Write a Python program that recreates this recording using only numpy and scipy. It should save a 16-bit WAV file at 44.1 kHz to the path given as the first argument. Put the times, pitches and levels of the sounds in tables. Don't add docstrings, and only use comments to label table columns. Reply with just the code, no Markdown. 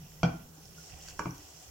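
import sys
import numpy as np
from scipy import signal
from scipy.io import wavfile

SR = 44100
rng = np.random.default_rng(int(sys.argv[2]) if len(sys.argv) > 2 else 0)


def wav_out(sig):
    wavfile.write(sys.argv[1], SR, np.round(np.clip(np.atleast_2d(sig).T, -1, 1) * 32767).astype(np.int16))


def undo_db(level):
    steps = np.asarray(level, float) / 20
    return 10 ** steps


N = 74970

# frequency in Hz, left-right likeness 0 to 1.
EAR_LIKENESS = [(60, 1), (180, 0.3), (550, 0.53), (1650, 0.15), (4970, 0.02), (15000, 0.025)]
# frequency in Hz, left over right in dB.
EAR_LEAN = [(100, 1), (320, 3.5), (700, -1.5), (2400, 0.5), (4600, -16.5), (7200, 6), (9800, 9.5),
            (14500, -15.5)]
# frequency in Hz, density in dB per Hz.
LOW_AIR_SPECTRUM = [(25, -44), (45, -15), (75, 4), (130, -8.5), (210, -19), (300, -6.5), (750, -12.5),
                    (1500, -18)]
HIGH_AIR_SPECTRUM = [(1000, -28), (2000, -13), (3200, 4), (3900, 0.5), (5600, -6), (9000, -2), (13000, 3),
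                     (16000, -5.5)]
LOW_AIR_DB, HIGH_AIR_DB = -60, -62.5

# time in seconds, sizzle in dB, scrape in dB.
STROKE_LEVELS = [(0, -60, -67.5), (.15, -60.5, -69), (.3, -62.5, -61.5), (.5, -63, -74),
                 (.65, -58.5, -67.5), (.75, -58.5, -67.5), (.78, -55.5, -66), (.87, -53.5, -64),
                 (.93, -55.5, -60.5), (1.0, -56, -59.5), (1.02, -53.5, -62.5), (1.1, -50.5, -57),
                 (1.14, -56.5, -64), (1.16, -56.5, -65), (1.3, -58.5, -67.5), (1.5, -55, -64.5),
                 (1.7, -56.5, -65)]
# frequency in Hz, width in Hz, level in dB.
SIZZLE_PEAKS = [(4210, 430, -8), (5500, 530, 5), (6000, 780, 5.5), (6800, 2100, -5), (7120, 840, 4.5),
                (8800, 5600, -56.5)]
SCRAPE_PEAKS = [(739, 33, 3), (1424, 40, -11.5), (1950, 91, 1), (2415, 40, -4), (2780, 420, 4),
                (3226, 270, -1)]
# time in seconds, hum in dB, shove in dB.
LOAD_LEVELS = [(0, -50.5, -52), (.04, -46.5, -79), (.09, -58.5, -64), (.3, -50.5, -52), (.52, -56.5, -72),
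               (.62, -58, -70), (.7, -58.5, -57), (.76, -56.5, -86), (.79, -54.5, -62), (.84, -73, -77),
               (.94, -62.5, -48.5), (1.03, -60.5, -63.5), (1.1, -59, -57), (1.21, -74, -56),
               (1.3, -73, -56), (1.45, -113, -64), (1.55, -60, -97), (1.7, -73.5, -55)]
# start in seconds, peak in dB, frequency in Hz, ring t60 in seconds.
BLADE_SNAGS = [(0.119, -50, 1900, 0.0047), (0.655, -44, 5100, 0.0094), (0.781, -49, 1436, 0.1),
               (0.923, -44.5, 2830, 0.0044), (0.988, -43, 8400, 0.00085), (1.013, -38.5, 5500, 0.0045),
               (1.0226, -43, 6250, 0.0067), (1.037, -42, 6800, 0.0046), (1.0852, -35.5, 4760, 0.0066),
               (1.083, -47.5, 1570, 0.03), (1.0994, -40, 6450, 0.0082), (1.107, -45, 2830, 0.014),
               (1.121, -50, 2660, 0.036), (1.175, -63, 5700, 0.0075), (1.3074, -37.5, 5890, 0.017),
               (1.381, -39, 6360, 0.0036), (1.625, -41, 7000, 0.00097)]

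# start in seconds, peak in dB, contact softness in seconds, left over right in dB,
# boom lag in seconds.
KNOCK_EVENTS = [
    (0.2313, -23.5, 0.00011, -2, 0.0039),
    (1.1925, -30, 0.00014, -5.5, 0.0073),
    (1.2565, -35, 0.00014, -2, 0.0067),
]
# frequency in Hz, t60 in seconds, level in dB.
BLADE_THOCK = [(1230, 0.0058, -23.5), (1120, 0.024, -27), (1117, 0.01, -29.5)]
# frequency in Hz, t60 in seconds, dB re peak in knocks 1, 2, 3.
WALL_MODES = [(614.5, 0.092, -12.5, -17, -51), (744, 0.087, -12, -32, -28), (743, 0.26, -15, -41, -46),
              (660, 0.052, -3.5, -35, -21.5), (827, 0.16, -3, -11.5, -9.5), (937, 0.11, -16.5, -6, -8),
              (1140, 0.017, -12.5, -17.5, -19), (1270, 0.017, -18, -4, -22), (1428, 0.2, -6.5, -17, -38),
              (1480, 0.31, -16, -9, -15), (1642, 0.11, -47, -1.5, -34), (2205, 0.08, -22, -16.5, -14),
              (2410, 0.21, -8, -13, -10.5), (2830, 0.17, -19, -19, -21)]
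RIM_MODES = [(3260, 0.036, -7, -31, -40), (3267, 0.12, -1, -46, -38), (4270, 0.11, -14.5, -38, -41),
             (5242, 0.061, -8, -10.5, -30), (5925, 0.093, -8.5, -4.5, -37), (6530, 0.055, -18, -20, -41),
             (7000, 0.14, -21, -7.5, -39), (10700, 0.063, -40, -14, -44)]
# frequency in Hz, t60 in seconds, dB in knocks 1, 2, 3.
BOOM_MODES = [(83.4, 0.35, -25, -36, -69), (129.8, 0.25, -21.5, -71, -30.5), (170.1, 0.17, -20, -49, -34.5),
              (200.5, 0.053, -17, -36.5, -47), (97.7, 0.49, -35, -60, -35)]
STAND_MODES = [(245.3, 0.59, -35, -55, -67), (280, 0.31, -29.5, -65, -38), (308.6, 0.38, -34.5, -38, -37),
               (326.4, 0.18, -37, -68, -31.5), (327, 0.14, -28, -64, -40), (420, 0.19, -40, -33.5, -42),
               (490.5, 0.27, -26.5, -34.5, -67)]
# low edge in Hz, high edge in Hz, t60 in seconds, dB in knocks 1, 2, 3.
SHIVER_BANDS = [(250, 570, 0.29, -34, -47, -47.5), (620, 1330, 0.33, -36, -44.5, -48),
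                (1620, 2560, 0.41, -47, -53, -54.5), (4200, 5700, 0.17, -46.5, -60, -66)]
BOOM_PUSH_S, STAND_PUSH_S = 0.0044, 0.00055
CLUSTER_SHARE, EAR_SPREAD_DB = 0.0413, 3.5
CRACK_DB, CRACK_S, CRACK_TOP_HZ = -6.5, 0.0032, 5500

# start in seconds, peak in dB, frequency in Hz, ring t60 in seconds.
PAN_SETTLES = [(.2455, -26, 720, 0.027), (0.244, -32.5, 1430, 0.043), (0.247, -35, 3250, 0.046),
               (.335, -38.5, 173, 0.14), (.342, -43.5, 325.4, 0.096), (.395, -51, 171.6, 0.11),
               (.575, -52, 299, 0.09), (.775, -49.5, 165, 0.25), (1.266, -38, 680, 0.019),
               (1.325, -46, 280, 0.059), (1.352, -48, 308, .1), (1.385, -51, 300, .12)]
ROOM_T60_S, TREBLE_T60_S, ROOM_DB, WALL_CUT_HZ, ROOM_ALIKE = 0.46, 0.37, -6.5, 1660, 0.1

# frequency in Hz, width in Hz, level in dB.
MIC_DIP_BANDS = [(1860, 430, -3), (3905, 870, -4)]
PORT_HZ, PORT_WIDTH_HZ, PORT_DB = 15600, 1300, 7.5


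def rms_one(x):
    return x / np.sqrt(np.mean(x ** 2) + 1e-20)


def even(x):
    envelope = np.abs(signal.hilbert(rms_one(x)))
    return rms_one(x / (0.13 + envelope))


def in_time(rows):
    s, *columns = np.transpose(rows)
    return [np.interp(np.arange(N) / SR, s, c) for c in columns]


def at_hz(points, hz):
    table = np.array(points)
    return np.interp(np.log(hz), np.log(table[:, 0]), table[:, 1])


def band(x, low_hz, high_hz, order=2):
    return signal.sosfilt(signal.butter(order, [low_hz, high_hz], "band", fs=SR, output="sos"), x)


def drift(rate_hz):
    r = np.exp(-80 * np.pi * rate_hz / SR)
    slow = signal.lfilter([1], [1, -2 * r, r * r], rng.standard_normal(N // 40 + 2002))[2000:]
    return np.interp(np.arange(N) / 40, np.arange(len(slow)), rms_one(slow))


def ring(x, hz, t60_s):
    r = undo_db(-60 / (max(t60_s, .001) * SR))
    w = 2 * np.pi * hz / SR
    return signal.lfilter([0, np.sin(w)], [1, -2 * r * np.cos(w), r * r], x + 1e-18)


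def sides(db):
    return undo_db(np.array([[.5], [-.5]]) * db)


def lean(hz):
    return sides(at_hz(EAR_LEAN, hz))


def ears(mid, side, alike):
    return np.sqrt(1 + alike) * mid + np.sqrt(1 - alike) * side * [[1], [-1]]


def ears_at(mid, side, hz):
    return ears(mid, side, np.clip(at_hz(EAR_LIKENESS, hz), -1, 1))


def air(spectrum, patchy_db):
    out = 0
    edges_hz = 22 * 2 ** np.arange(0, 9.7, 1 / 3)
    white = rng.standard_normal((2, 2, N))
    for k, (low_hz, high_hz) in enumerate(zip(edges_hz, edges_hz[1:])):
        hz = np.sqrt(low_hz * high_hz)
        if .7 * spectrum[0][0] < hz < 1.3 * spectrum[-1][0]:
            mid, side = band(white[k % 2], low_hz, high_hz)
            gain = undo_db(at_hz(spectrum, hz) + patchy_db * drift(2.8)) * lean(hz)
            out = out + gain * ears_at(mid, side, hz)
    return rms_one(out)


def grains(peaks, per_s, spread_db, throb_db):
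    out = 0
    for hz, width_hz, db in peaks:
        born = rng.random((2, N)) < per_s * undo_db(throb_db * drift(25)) / SR
        height = undo_db(spread_db * np.minimum(rng.exponential(1, (2, N)), 5))
        clicks = born * height * rng.choice([-1, 1], (2, N))
        mid, side = ring(clicks, hz, np.log(1000) / np.pi / max(width_hz, 60))
        out = out + undo_db(db) * rms_one(ears_at(mid, side, hz)) * lean(hz)
    return rms_one(out)


def stir():
    sizzle_db, scrape_db = in_time(STROKE_LEVELS)
    sizzle = grains(SIZZLE_PEAKS, per_s=2500, spread_db=1.5, throb_db=4)
    scrape = grains(SCRAPE_PEAKS, per_s=600, spread_db=2.5, throb_db=4.5)
    return undo_db(sizzle_db + 1.0) * sizzle + undo_db(scrape_db + 2.5) * scrape


def load():
    hum_db, shove_db = in_time(LOAD_LEVELS)
    hum = ring(ring(rng.standard_normal(N + SR), 159.5, 0.22), 151.0, 0.02)[SR:]
    shove = band(rng.standard_normal(N + SR), 38, 85)[SR:]
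    return undo_db(hum_db) * even(hum) + undo_db(shove_db) * even(shove) * sides(-5.0)


def snags():
    out = np.zeros(N)
    for s, db, hz, t60_s in BLADE_SNAGS:
        i = int(s * SR)
        burst = np.zeros(N)
        burst[i:i + 60] = rng.standard_normal(60) * np.hanning(60)
        tone = ring(burst, hz, t60_s)
        out += undo_db(db - 0.5) * tone / np.abs(tone).max()
    return out * sides(-3)


def shiver(k, length):
    out = 0
    t = np.arange(length) / SR
    for low_hz, high_hz, t60_s, *db in SHIVER_BANDS:
        mid, side = band(rng.standard_normal((2, SR // 2)), low_hz, high_hz)[:, :length]
        both = rms_one(mid + 1.43 * side * [[1], [-1]]) * lean(np.sqrt(low_hz * high_hz))
        out = out + both * undo_db(db[k] - 60 * t / t60_s) * (1 - np.exp(-t / 0.003))
    return out


def crack(length):
    decay = np.exp(-np.arange(length) / SR / CRACK_S)
    noise = undo_db(CRACK_DB) * 8 * rng.standard_normal((2, length)) * decay
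    return band(noise, 300, CRACK_TOP_HZ, order=3)


def wall_ring(tap, k, luck):
    out = np.zeros((2, len(tap)))
    for j, (row, family) in enumerate(zip(WALL_MODES + RIM_MODES, luck)):
        hz, t60_s = row[:2]
        for off, left, right in family:
            tone = ring(tap, hz * (1 + CLUSTER_SHARE * off), 0.5 * t60_s)
            gain = undo_db(row[2 + k] + EAR_SPREAD_DB * np.array([[left], [right]]))
            out += gain * tone * (-1) ** j * lean(hz)
    return out


def knocks():
    wall, low = np.zeros((2, 2, N))
    t = np.arange(2000) / SR
    swing = t * np.exp(-t / BOOM_PUSH_S) * np.sin(2 * np.pi * 165 * t)
    luck = rng.standard_normal((len(WALL_MODES + RIM_MODES), 4, 3))
    luck[:, :, 0] = np.linspace(-1, 1, 4) + luck[:, :, 0] / 4
    for k, (s, db, soft_s, pan_db, lag_s) in enumerate(KNOCK_EVENTS):
        i = int(s * SR)
        length = min(N - i, SR // 2)
        tap, push, jolt = np.zeros((3, length))
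        tap[0], tap[int(.0012 * SR)] = 1, -.6
        tap = signal.lfilter([1], [1, -np.exp(-1 / (max(soft_s, 1e-5) * SR))], tap)
        late = int(max(lag_s, 0) * SR)
        push[late:late + 2000] = 2 * swing / np.abs(swing).sum()
        jolt[:2000] = t * np.exp(-t / STAND_PUSH_S) / (STAND_PUSH_S ** 2 * SR)

        struck = crack(length) + wall_ring(tap, k, luck)
        thock_hz, thock_t60_s, thock_db = BLADE_THOCK[k]
        thock = undo_db(thock_db) * ring(tap / 4, thock_hz, thock_t60_s)
        wall[:, i:i + length] += (undo_db(db) * struck / 8 + thock) * sides(pan_db)

        boom = sum(undo_db(row[2 + k]) * ring(push, row[0], row[1]) for row in BOOM_MODES)
        bars = sum(undo_db(row[2 + k]) * ring(jolt, row[0], row[1]) * lean(row[0]) for row in STAND_MODES)
        low[:, i:i + length] += boom + bars + shiver(k, length)
    return wall, low


def settles():
    out = np.zeros(N)
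    for s, db, hz, t60_s in PAN_SETTLES:
        i = int(s * SR)
        t = np.arange(int(3 * SR / hz)) / SR
        push = np.zeros(N)
        push[i:i + len(t)] = np.hanning(len(t)) * np.sin(2 * np.pi * hz * t)
        tone = ring(push, hz, t60_s)
        out += undo_db(db) * tone / np.abs(tone).max()
    return out


def kitchen(x):
    t = np.arange(SR // 2) / SR
    mid, side = rng.standard_normal((2, len(t)))
    noise = ears(mid, side, ROOM_ALIKE)
    dull = signal.sosfilt(signal.butter(2, WALL_CUT_HZ, fs=SR, output="sos"), noise)
    tail = dull * undo_db(-60 * t / ROOM_T60_S) + (noise - dull) * undo_db(-60 * t / TREBLE_T60_S)
    tail = tail * (1 - np.exp(-t / 0.00066))
    thin = signal.sosfilt(signal.butter(3, 200, "high", fs=SR, output="sos"), x)
    return signal.fftconvolve(thin[None], tail / 40, axes=1)[:, :N]


def scene():
    floor = undo_db(LOW_AIR_DB) * air(LOW_AIR_SPECTRUM, patchy_db=-2.0)
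    floor = floor + undo_db(HIGH_AIR_DB) * air(HIGH_AIR_SPECTRUM, patchy_db=1.5)
    wall, boom = knocks()
    pan = wall + snags()
    room = undo_db(ROOM_DB) * kitchen(pan.mean(axis=0))
    return floor + stir() + load() + pan + boom + settles() + room


def low_pass(x):
    return signal.sosfilt(signal.butter(12, 16150, fs=SR, output="sos"), x)


def record(dry):
    heard = dry
    for hz, width_hz, db in [(PORT_HZ, PORT_WIDTH_HZ, PORT_DB), *MIC_DIP_BANDS]:
        b, a = signal.iirpeak(hz, hz / width_hz, fs=SR)
        heard = heard + (undo_db(db) - 1) * signal.lfilter(b, a, heard)
    return low_pass(heard)


dry = scene()
out = record(dry)
wav_out(out)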